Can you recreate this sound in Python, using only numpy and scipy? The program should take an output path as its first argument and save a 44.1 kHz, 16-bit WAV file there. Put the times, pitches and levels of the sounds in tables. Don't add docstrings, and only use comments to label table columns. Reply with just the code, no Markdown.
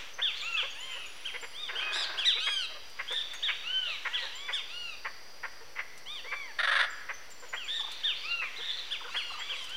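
import sys
import numpy as np
from scipy import signal
from scipy.fft import rfft, irfft
from scipy.io import wavfile

SR = 44100
rng = np.random.default_rng(int(sys.argv[2]) if len(sys.argv) > 2 else 0)


def pcm_store(signal):
    levels = np.round(np.clip(np.atleast_2d(signal), -1, 1) * 32767)
    wavfile.write(sys.argv[1], SR, levels.astype(np.int16).T)


N = 430416
TIME = np.arange(N) / SR

# f/Hz, relative density/dB
AIR_SPECTRUM = [(20, -5.5), (55, 1.5), (110, -6.5), (220, -9), (500, 1), (900, -2.5), (1800, -4.5),
                (3800, -13.5), (4500, -1), (5400, -7), (5900, 0.5), (6400, -20), (10000, -18.5),
                (15500, -21)]
AIR_DB = -54
# t/s, level/dB
FLOCK_LEVEL = [(0, -42.5), (.16, -54.5), (.38, -46.5), (1.0, -51.5), (1.2, -53), (2.5, -62), (2.9, -54.5),
               (4.2, -47), (5.2, -62.5), (7.4, -58), (7.8, -50.5), (9.76, -48)]
# f/Hz, relative level/dB
FLOCK_SPECTRUM = [(250, -40), (500, -60), (900, -7), (1600, -3), (2400, 0.5), (3300, 1.5), (3900, -5),
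                  (4600, -15), (7000, -15.5), (12000, -47)]

# t/s, level/dB, f/Hz
MUTTER_NOTES = [(0.623, -43.5, 537), (1.336, -48.5, 483), (1.422, -46.5, 471), (2.353, -48.5, 472),
                (2.696, -51, 639), (5.603, -53.5, 463), (3.102, -44.5, 515.6), (4.222, -46.5, 533),
                (9.043, -50, 494)]
# t/s, level/dB, f/Hz
CHIP_NOTES = [(0.135, -49.5, 6150), (0.434, -48.5, 6880), (0.802, -47.5, 7050), (1.411, -48.5, 7350),
              (3.343, -47, 6630), (4.352, -47, 7250), (6.9, -51, 7350), (7.135, -46.5, 6140),
              (9.39, -48.5, 7500)]
# start t/s, end t/s
FAINT_CHIP_SPELLS = [(.3, 1.2), (7.3, 7.65)]

# t/s, level/dB, beak opening as treble tilt/dB per octave
GRUNT_NOTES = [(0.177, -28, 1), (1.335, -28.5, 16), (1.42, -33.5, 14), (1.683, -27.5, 3.5),
               (2.361, -29.5, 12), (2.461, -23, 3.5), (2.984, -25, 4), (3.105, -32.5, 3.5),
               (3.325, -34.5, 5), (3.477, -21, 8), (4.046, -22, 5.5), (4.478, -25, 3), (5.043, -24.5, 2),
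               (5.426, -26, 2.5), (5.75, -32.5, 5), (5.777, -23.5, 5), (6.314, -24.5, 1.5),
               (7.085, -25.5, 3), (7.523, -25, 2), (8.413, -26.5, 4), (9.138, -27, 1.5), (9.395, -32, 4)]
# f/Hz, width/Hz, level/dB
GRUNT_RESONANCES = [(358, 180, -20), (600, 560, -10), (1100, 310, -4), (1560, 190, -2.5), (2037, 163, 2.5),
                    (2530, 960, -6.5), (2920, 1600, -14)]
GRUNT_S = 0.042
THROAT_SPREAD = 0.033

# f/Hz, level/dB
CRY_COLOUR = [(700, 10), (1100, 4), (1600, 6.5), (2400, 5), (3700, 8.5), (4700, -1), (5500, -3.5),
              (6600, -3.5), (8100, -7.5), (10000, -8.5), (14000, -44)]
# top t/s, fall t/s, top f/Hz, level/dB, overtone lift/dB
YELP_CALLS = [(0.236, 0.085, 1823, -29, -11), (.584, 0.065, 1740, -31, -12), (1.268, .045, 1625, -36, 0),
              (2.195, 0.081, 1704, -33, 1), (2.267, 0.07, 1972, -24, 2.5), (3.179, 0.066, 1798, -44, 0),
              (3.447, 0.088, 1897, -31, -9), (4.152, .05, 1718, -31.5, -15), (4.546, 0.076, 1823, -34, 4),
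              (7.58, .135, 1653, -42.5, -21), (8.055, .085, 1862, -29.5, -14), (8.58, 0.093, 2040, -44, -1),
              (8.928, 0.04, 1750, -34, -1), (9.177, 0.055, 1710, -33.5, -4), (9.51, 0.063, 1660, -37, -6)]
# start t/s, length t/s, top f/Hz, end pitch/share of top, level/dB,
# roughness/factor, overtone lift/dB
RASP_CALLS = [(.35, 0.073, 2177, 0.7, -41, 0.88, -3), (.888, 0.19, 1433, 0.82, -45, 0.7, -21),
              (1.749, .1, 1610, 0.68, -38, 0.4, -1), (1.913, 0.14, 1908, .74, -34, 0.6, 4),
              (1.926, .135, 2573, .7, -38, 0.44, 4), (3.074, .16, 1805, .97, -33, .42, -4),
              (3.828, 0.14, 1887, 0.96, -41.5, 1.11, -1), (4.166, 0.11, 1982, 0.87, -40.5, 1.1, -3),
              (7.673, 0.16, 1841, 0.83, -33, 0.41, -3), (7.87, 0.17, 2070, 0.77, -50, .5, 0),
              (8.146, .19, 2326, 0.74, -44.5, 0.82, -13), (8.6, .125, 1850, .88, -36, 0.66, -7),
              (8.682, 0.13, 2006, 0.9, -41, 0.92, -5), (9.532, 0.11, 1950, 0.67, -48.5, 0.6, 17)]
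# start t/s, length t/s, top f/Hz, end pitch/share of top,
# level/dB, overtone lift/dB
WAIL_CALLS = [(.417, .2, 1375, 0.82, -34, -19), (.888, 0.2, 1310, 0.9, -50, -5),
              (1.75, 0.084, 1612, 0.48, -38, -14), (1.79, 0.13, 1267, 0.97, -36, -22),
              (2.33, 0.24, 1280, 0.88, -41, -8), (2.39, 0.28, 1651, 0.72, -33, 1),
              (3.63, .35, 1537, 0.64, -34.5, -18), (4.075, 0.22, 991, 0.76, -43.5, -4),
              (4.677, .283, 1440, .8, -42, -4), (6.232, 0.3, 1173, 0.65, -42, -14.5),
              (8.229, 0.27, 1393, 0.69, -35.5, -21), (8.475, .3, 1071, .85, -51.5, -13.5),
              (9.085, 0.28, 1442, 0.9, -43.5, 1), (9.675, 0.25, 1578, .88, -39, -13)]
# start t/s, length t/s, top f/Hz, end pitch/share of top,
# level/dB, overtone lift/dB
WHINE_CALLS = [(.743, .257, 1058, .85, -43.5, -11), (1.53, .18, 1233, .67, -40.5, -3),
               (6.055, .155, 1226, .66, -41, -3), (4.302, .33, 1156, .9, -43.5, -26),
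               (9.33, .34, 1160, .83, -43.5, -13)]
OVERTONE_PATCHY_DB = 3

BUZZ_FIRST_S, BUZZ_EVERY_S, BUZZ_S = 0.23, 1.47, 0.58
# start t/s, length t/s
SHRILL_BOUTS = [(1.3, 1.94), (4.25, 1.45), (6.7, 0.33), (8.8, 1)]

TRILL_START_S, TRILL_END_S, TRILL_RAMP_S = 0.745, 1.57, 0.083
TRILL_HZ, TRILL_CLIMB, TRILL_DB = 10680, 0.14, -59

# t/s, level/dB
RATTLE_LEVEL = [(1.68, -50.5), (1.95, -43.5), (2.26, -49.5)]
# f/Hz, width/Hz, level/dB
RATTLE_RESONANCES = [(385, 79, -9.5), (636, 97, -7.5), (1100, 374, -7.5), (1595, 71, 4.5), (2200, 840, -9)]
# t/s, level before the decay/dB
TICK_TIMES = [(2.897, -52), (3.123, -43.5), (3.335, -43), (5.976, -48), (7.304, -49.5), (7.917, -43),
              (9.641, -44), (9.694, -46.5)]
# start t/s, length t/s, level/dB, f/Hz
SQUEAK_SERIES = [(4.237, .02, -46, 887), (7.793, .1, -44.5, 1016), (9.003, .1, -42.5, 1246),
                 (9.3, .1, -42, 1100)]
SQUEAK_GAP_S = 0.037

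# f/Hz, width/Hz, level/dB
SQUAWK_RESONANCES = [(610, 140, -4.5), (1000, 170, 1), (1310, 146, 9), (1756, 250, 12), (2370, 110, -17),
                     (2670, 260, -18), (3310, 400, 3), (3646, 305, 4.5), (4680, 370, -14),
                     (6700, 1640, -54), (9900, 540, -18)]
SQUAWK_START_S, SYLLABLE_S, SQUAWK_DB = 6.585, 0.0445, -29.5
QUICKEN_S = 0.0008
SWELL_DB_PER_SYLLABLE, LAST_SYLLABLE_DROP_DB = 0.8, 7
SYLLABLE_SHARE = 0.89

CUTOFF_HZ = 15750


def from_db(db):
    return 10 ** (np.asarray(db) / 20)


def rms_one(x):
    return x / np.sqrt(np.mean(x ** 2) + 1e-20)


def level_curve(rows):
    seconds, level_db = np.transpose(rows)
    return np.interp(TIME, seconds, level_db)


def gain_at(spectrum, hz):
    points, db = np.transpose(spectrum)
    return from_db(np.interp(np.log(hz + 1), np.log(points), db))


def add(out, s, sound):
    i = max(0, int(s * SR))
    out[i:i + len(sound)] += sound[:max(0, N - i)]


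def band(x, low_hz, high_hz):
    edges = [low_hz, min(high_hz, SR / 2 - 1)]
    return signal.sosfilt(signal.butter(2, edges, "band", fs=SR, output="sos"), x)


def wander(size, per_s):
    steps = np.arange(size) * per_s / SR
    knots = rng.standard_normal(int(steps[-1]) + 2)
    return np.interp(steps, np.arange(len(knots)), knots)


def swell(size, attack, release):
    u = np.linspace(0, 1, size)
    ramp = np.clip(np.minimum(u / attack, (1 - u) / release), 0, 1)
    return np.sin(np.pi / 2 * ramp) ** 2


def phase_of(hz):
    return 2 * np.pi * np.cumsum(hz) / SR


def coloured_noise(spectrum):
    hz = np.arange(N // 2 + 1) * SR / N
    return rms_one(irfft(rfft(rng.standard_normal(N)) * gain_at(spectrum, hz), N))


def air():
    return from_db(AIR_DB) * coloured_noise(AIR_SPECTRUM)


def far_flock():
    level_db = level_curve(FLOCK_LEVEL) + 2 * wander(N, 13)
    return from_db(level_db) * coloured_noise(FLOCK_SPECTRUM)


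def woodland(x, near_db, near_t60, far_db, far_t60, far_low_hz, far_high_hz):
    t = TIME[:2 * SR]
    near = band(rng.standard_normal(len(t)), 350, 7800)
    near = near * from_db(-60 * t / near_t60) * (t > 0.003)
    far = band(rng.standard_normal(len(t)), far_low_hz, far_high_hz)
    far = far * from_db(-60 * t / far_t60) * (1 - np.exp(-t / 0.044))
    near_echo = from_db(near_db) * near / np.sqrt(np.sum(near ** 2))
    far_echo = from_db(far_db) * far / np.sqrt(np.sum(far ** 2))
    return x + signal.fftconvolve(x, near_echo + far_echo)[:N]


def small_notes(rows, length_s, glide, arch, jitter, overtone_db, count):
    out, u = np.zeros(N), np.linspace(-1, 1, int(length_s * SR))
    for s, level_db, hz in rows:
        phase = phase_of(hz * (1 + glide * u - arch * u * u + jitter * wander(len(u), 509)))
        note = sum(from_db(overtone_db * k) * np.sin((k + 1) * phase) for k in range(count))
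        add(out, s, from_db(level_db) * note * swell(len(u), attack=0.18, release=0.18))
    return out


def stray_notes(start, end, count, level_db, hz, spread):
    notes = []
    for k, (when, high) in enumerate(rng.random((count, 2))):
        s = start + (end - start) * (k + when) / count
        notes.append((s, level_db, hz * (1 + spread * (2 * high - 1))))
    return notes


def mutters():
    notes = MUTTER_NOTES + stray_notes(0, N / SR, count=9, level_db=-50, hz=544, spread=0.178)
    return from_db(-0.5) * small_notes(notes, length_s=0.038, glide=0.048, arch=0.057, jitter=0.1,
                                       overtone_db=-1, count=4)


def chips():
    notes = list(CHIP_NOTES)
    for start, end in FAINT_CHIP_SPELLS:
        notes += stray_notes(start, end, count=5, level_db=-51, hz=7050, spread=0.065)
    return from_db(1.0) * small_notes(notes, length_s=0.019, glide=0.0065, arch=0.025, jitter=0.016,
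                                      overtone_db=-19, count=2)


def syrinx_pulses(size, pulse_hz, jitter, hiss):
    cycles = np.cumsum(pulse_hz * np.exp(jitter * wander(size, pulse_hz))) / SR
    closures = np.diff(np.floor(cycles), prepend=-1)
    slaps = closures * from_db(2.6 * rng.standard_normal(size))
    return rms_one(slaps) + hiss * rng.standard_normal(size)


def resonate(x, modes):
    out = 0
    for k, (hz, width, db) in enumerate(modes):
        r = np.exp(-np.pi * width / SR)
        poles = [1, -2 * r * np.cos(2 * np.pi * hz / SR), r * r]
        ringing = (1 - r * r) / 2 * signal.lfilter([1, 0, -1], poles, x)
        out = out + (-1) ** k * from_db(db) * ringing
    return rms_one(out)


def harsh_notes(rows, length_s, modes, pulse_hz, jitter, hiss, attack, release, low_hz, high_hz):
    out, size = np.zeros(N), int(length_s * SR)
    for s, level_db, open_db in rows:
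        stretch = 1 + THROAT_SPREAD * rng.standard_normal()
        throat = [(hz * stretch, width, db + open_db * np.log2(hz / 1700)) for hz, width, db in modes]
        voice = resonate(syrinx_pulses(size, pulse_hz, jitter, hiss), throat)
        note = band(voice, low_hz, high_hz) * swell(size, attack, release)
        add(out, s, from_db(level_db) * rms_one(note))
    return out


def grunts():
    return from_db(-11.5) * harsh_notes(GRUNT_NOTES, GRUNT_S, GRUNT_RESONANCES, pulse_hz=516.0, jitter=0.2,
                                        hiss=0.25, attack=0.33, release=0.45, low_hz=340, high_hz=3010)


def arch(rise_s, fall_s, start_share, end_share, bend):
    t = np.arange(-rise_s, fall_s, 1 / SR)
    rising = 1 - (1 - start_share) * (t / rise_s) ** 2
    falling = 1 - (1 - end_share) * np.abs(t / fall_s) ** bend
    return t, np.where(t < 0, rising, falling)


def cry(shape, top_hz, level_db, rough, lift_db, tuning, build, fade_db=0, let_go=1.4):
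    t, share = shape
    size = len(t)
    scatter = 0.07385 * rough * wander(size, 900) + 0.0038 * wander(size, 93.7)
    phase = phase_of(top_hz * share * (1 + scatter))
    beating = 7.5 * np.sin(phase_of(172 * np.exp(0.11 * wander(size, 84))))
    flutter = from_db(rough * (beating + 3.2 * wander(size, 598.9)))
    centre = tuning * top_hz * share ** 0.77
    voice = 0
    for k in range(1, 9):
        hz = k * top_hz * share
        resonance = 1 + from_db(15) / (1 + (np.log(hz / centre) / 0.15) ** 2)
        overtone_db = lift_db - fade_db * (1 - share) + OVERTONE_PATCHY_DB * wander(size, 20.4)
        lift = from_db(overtone_db * np.clip(np.log2(hz / centre) * 2, 0, 1))
        strength = gain_at(CRY_COLOUR, hz) * resonance * lift
        voice = voice + strength * np.sin(k * phase) * from_db(2 * wander(size, 66.8))
    effort = share ** np.where(t < 0, build, let_go) * swell(size, attack=0.056, release=0.084)
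    return from_db(level_db) * rms_one(voice * flutter * effort)


def yelps(rise_s=0.025, hold_per_db=0.07, ordinary_db=-33):
    out = np.zeros(N)
    for top_s, fall_s, hz, level_db, lift_db in YELP_CALLS:
        bend = 0.84 + hold_per_db * max(0, level_db - ordinary_db)
        shape = arch(rise_s, fall_s, start_share=0.66, end_share=0.57, bend=bend)
        call = cry(shape, hz, level_db, rough=0.1, lift_db=lift_db, tuning=1.913, build=4.5,
                   fade_db=37, let_go=2.46)
        add(out, top_s - rise_s, call)
    return out


def rasps(rise_share=0.49):
    out = np.zeros(N)
    for s, length, hz, end_share, level_db, rough, lift_db in RASP_CALLS:
        rise_s, fall_s = rise_share * length, (1 - rise_share) * length
        shape = arch(rise_s, fall_s, start_share=0.85, end_share=end_share, bend=2.6)
        add(out, s, cry(shape, hz, level_db, rough, lift_db, tuning=1.86, build=4.7))
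    return out


def long_cries(rows, rise_share, start_share, bend, rough, tuning):
    out = np.zeros(N)
    for s, length, hz, end_share, level_db, lift_db in rows:
        rise_s, fall_s = rise_share * length, (1 - rise_share) * length
        shape = arch(rise_s, fall_s, start_share, end_share, bend)
        add(out, s, cry(shape, hz, level_db, rough, lift_db, tuning, build=2.9))
    return out


def wails():
    return long_cries(WAIL_CALLS, rise_share=0.34, start_share=0.78, bend=2.3, rough=0.031, tuning=2.254)


def whines():
    return long_cries(WHINE_CALLS, rise_share=0.49, start_share=0.73, bend=1.7, rough=0.026, tuning=2.73)


def insect(bouts, level_db, hz, strokes_hz, depth_db, spread):
    singing = np.zeros(N)
    for s, length in bouts:
        add(singing, s, swell(int(length * SR), attack=0.071, release=0.1))
    strokes = from_db(depth_db * np.sin(phase_of(strokes_hz * (1 + 0.022 * wander(N, 5)))))
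    tone = np.sin(phase_of(hz * (1 + spread * wander(N, 400))))
    return from_db(level_db) * singing * rms_one(strokes * tone)


def insects():
    buzz_bouts = [(s, BUZZ_S) for s in np.arange(BUZZ_FIRST_S, N / SR, BUZZ_EVERY_S)]
    buzz = insect(buzz_bouts, level_db=-58.5, hz=4560, strokes_hz=29.4, depth_db=5, spread=0.017)
    shrill = insect(SHRILL_BOUTS, level_db=-58.5, hz=4830, strokes_hz=51.84, depth_db=4.5, spread=0.00877)
    return buzz + shrill


def trill(notes_hz=29, dip=0.16):
    to_edge_s = np.minimum(TIME - TRILL_START_S, TRILL_END_S - TIME)
    held = np.clip(to_edge_s / TRILL_RAMP_S, 0, 1)
    away = np.sin(np.pi * notes_hz * TIME) ** 4
    climb = 1 - TRILL_CLIMB * (1 - held)
    pitch = TRILL_HZ * climb * (1 - dip * away + 0.0134 * wander(N, 900))
    return (held > 0) * from_db(TRILL_DB - 10 * away) * np.sin(phase_of(pitch))


def far_rattle(syllable_hz=22, depth_db=4):
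    start, end = RATTLE_LEVEL[0][0], RATTLE_LEVEL[-1][0]
    gate = np.interp(TIME, [start, start + 0.037, end - 0.05, end], [0, 1, 1, 0])
    pulses = syrinx_pulses(N, pulse_hz=263.8, jitter=0.35, hiss=0.72)
    voice = band(resonate(pulses, RATTLE_RESONANCES), 340, 3700)
    syllable_db = depth_db * np.sin(2 * np.pi * syllable_hz * TIME)
    return gate * from_db(level_curve(RATTLE_LEVEL) + 2.0 + syllable_db) * voice


def ticks(decay_s=0.011):
    out, t = np.zeros(N), TIME[:SR // 20]
    for s, level_db in TICK_TIMES:
        snap = rms_one(band(rng.standard_normal(len(t)), 2700, 9400))
        add(out, s, from_db(level_db) * snap * np.exp(-t / decay_s))
    return from_db(-2.0) * out


def squeaks(spread=0.084):
    notes = []
    for start, length, level_db, hz in SQUEAK_SERIES:
        for s in np.arange(start, start + length, SQUEAK_GAP_S):
            notes.append((s, level_db, hz * (1 + spread * rng.standard_normal())))
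    return small_notes(notes, length_s=0.0257, glide=-0.23, arch=0.026, jitter=0.09,
                       overtone_db=-22, count=3)


def squawk(count=7):
    k = np.arange(count)
    starts = SQUAWK_START_S + SYLLABLE_S * k - QUICKEN_S * k * k
    level_db = SQUAWK_DB + SWELL_DB_PER_SYLLABLE * k - LAST_SYLLABLE_DROP_DB * (k == count - 1)
    syllables = zip(starts, level_db, np.zeros(count))
    voice = harsh_notes(syllables, SYLLABLE_S * SYLLABLE_SHARE, SQUAWK_RESONANCES, pulse_hz=578, jitter=0.17,
                        hiss=0.18, attack=0.12, release=0.35, low_hz=300, high_hz=10000)
    voice = signal.sosfilt(signal.butter(8, 10500, fs=SR, output="sos"), voice)
    return signal.sosfilt(signal.butter(1, [6000, 8600], "bandstop", fs=SR, output="sos"), voice)


def scene():
    cries = yelps() + rasps() + wails() + whines()
    criers = from_db(-2.02) * woodland(cries, near_db=-11, near_t60=0.4, far_db=-16.5, far_t60=0.63,
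                                       far_low_hz=2710, far_high_hz=4870)
    near_birds = mutters() + grunts() + ticks() + squeaks() + squawk()
    perched = woodland(near_birds, near_db=-12, near_t60=0.13, far_db=-22.5, far_t60=1.0,
                       far_low_hz=1000, far_high_hz=2600)
    far_birds = chips() + trill() + far_rattle()
    distant = woodland(far_birds, near_db=-4, near_t60=0.4, far_db=-44.0, far_t60=0.8,
                       far_low_hz=700, far_high_hz=4970)
    return (criers + perched + distant + far_flock() + insects() + air())[None]


def record(dry):
    offset = -0.0062
    return signal.sosfilt(signal.ellip(10, 0.1, 70, CUTOFF_HZ, fs=SR, output="sos"), dry) + offset


dry = scene()
out = record(dry)
pcm_store(out)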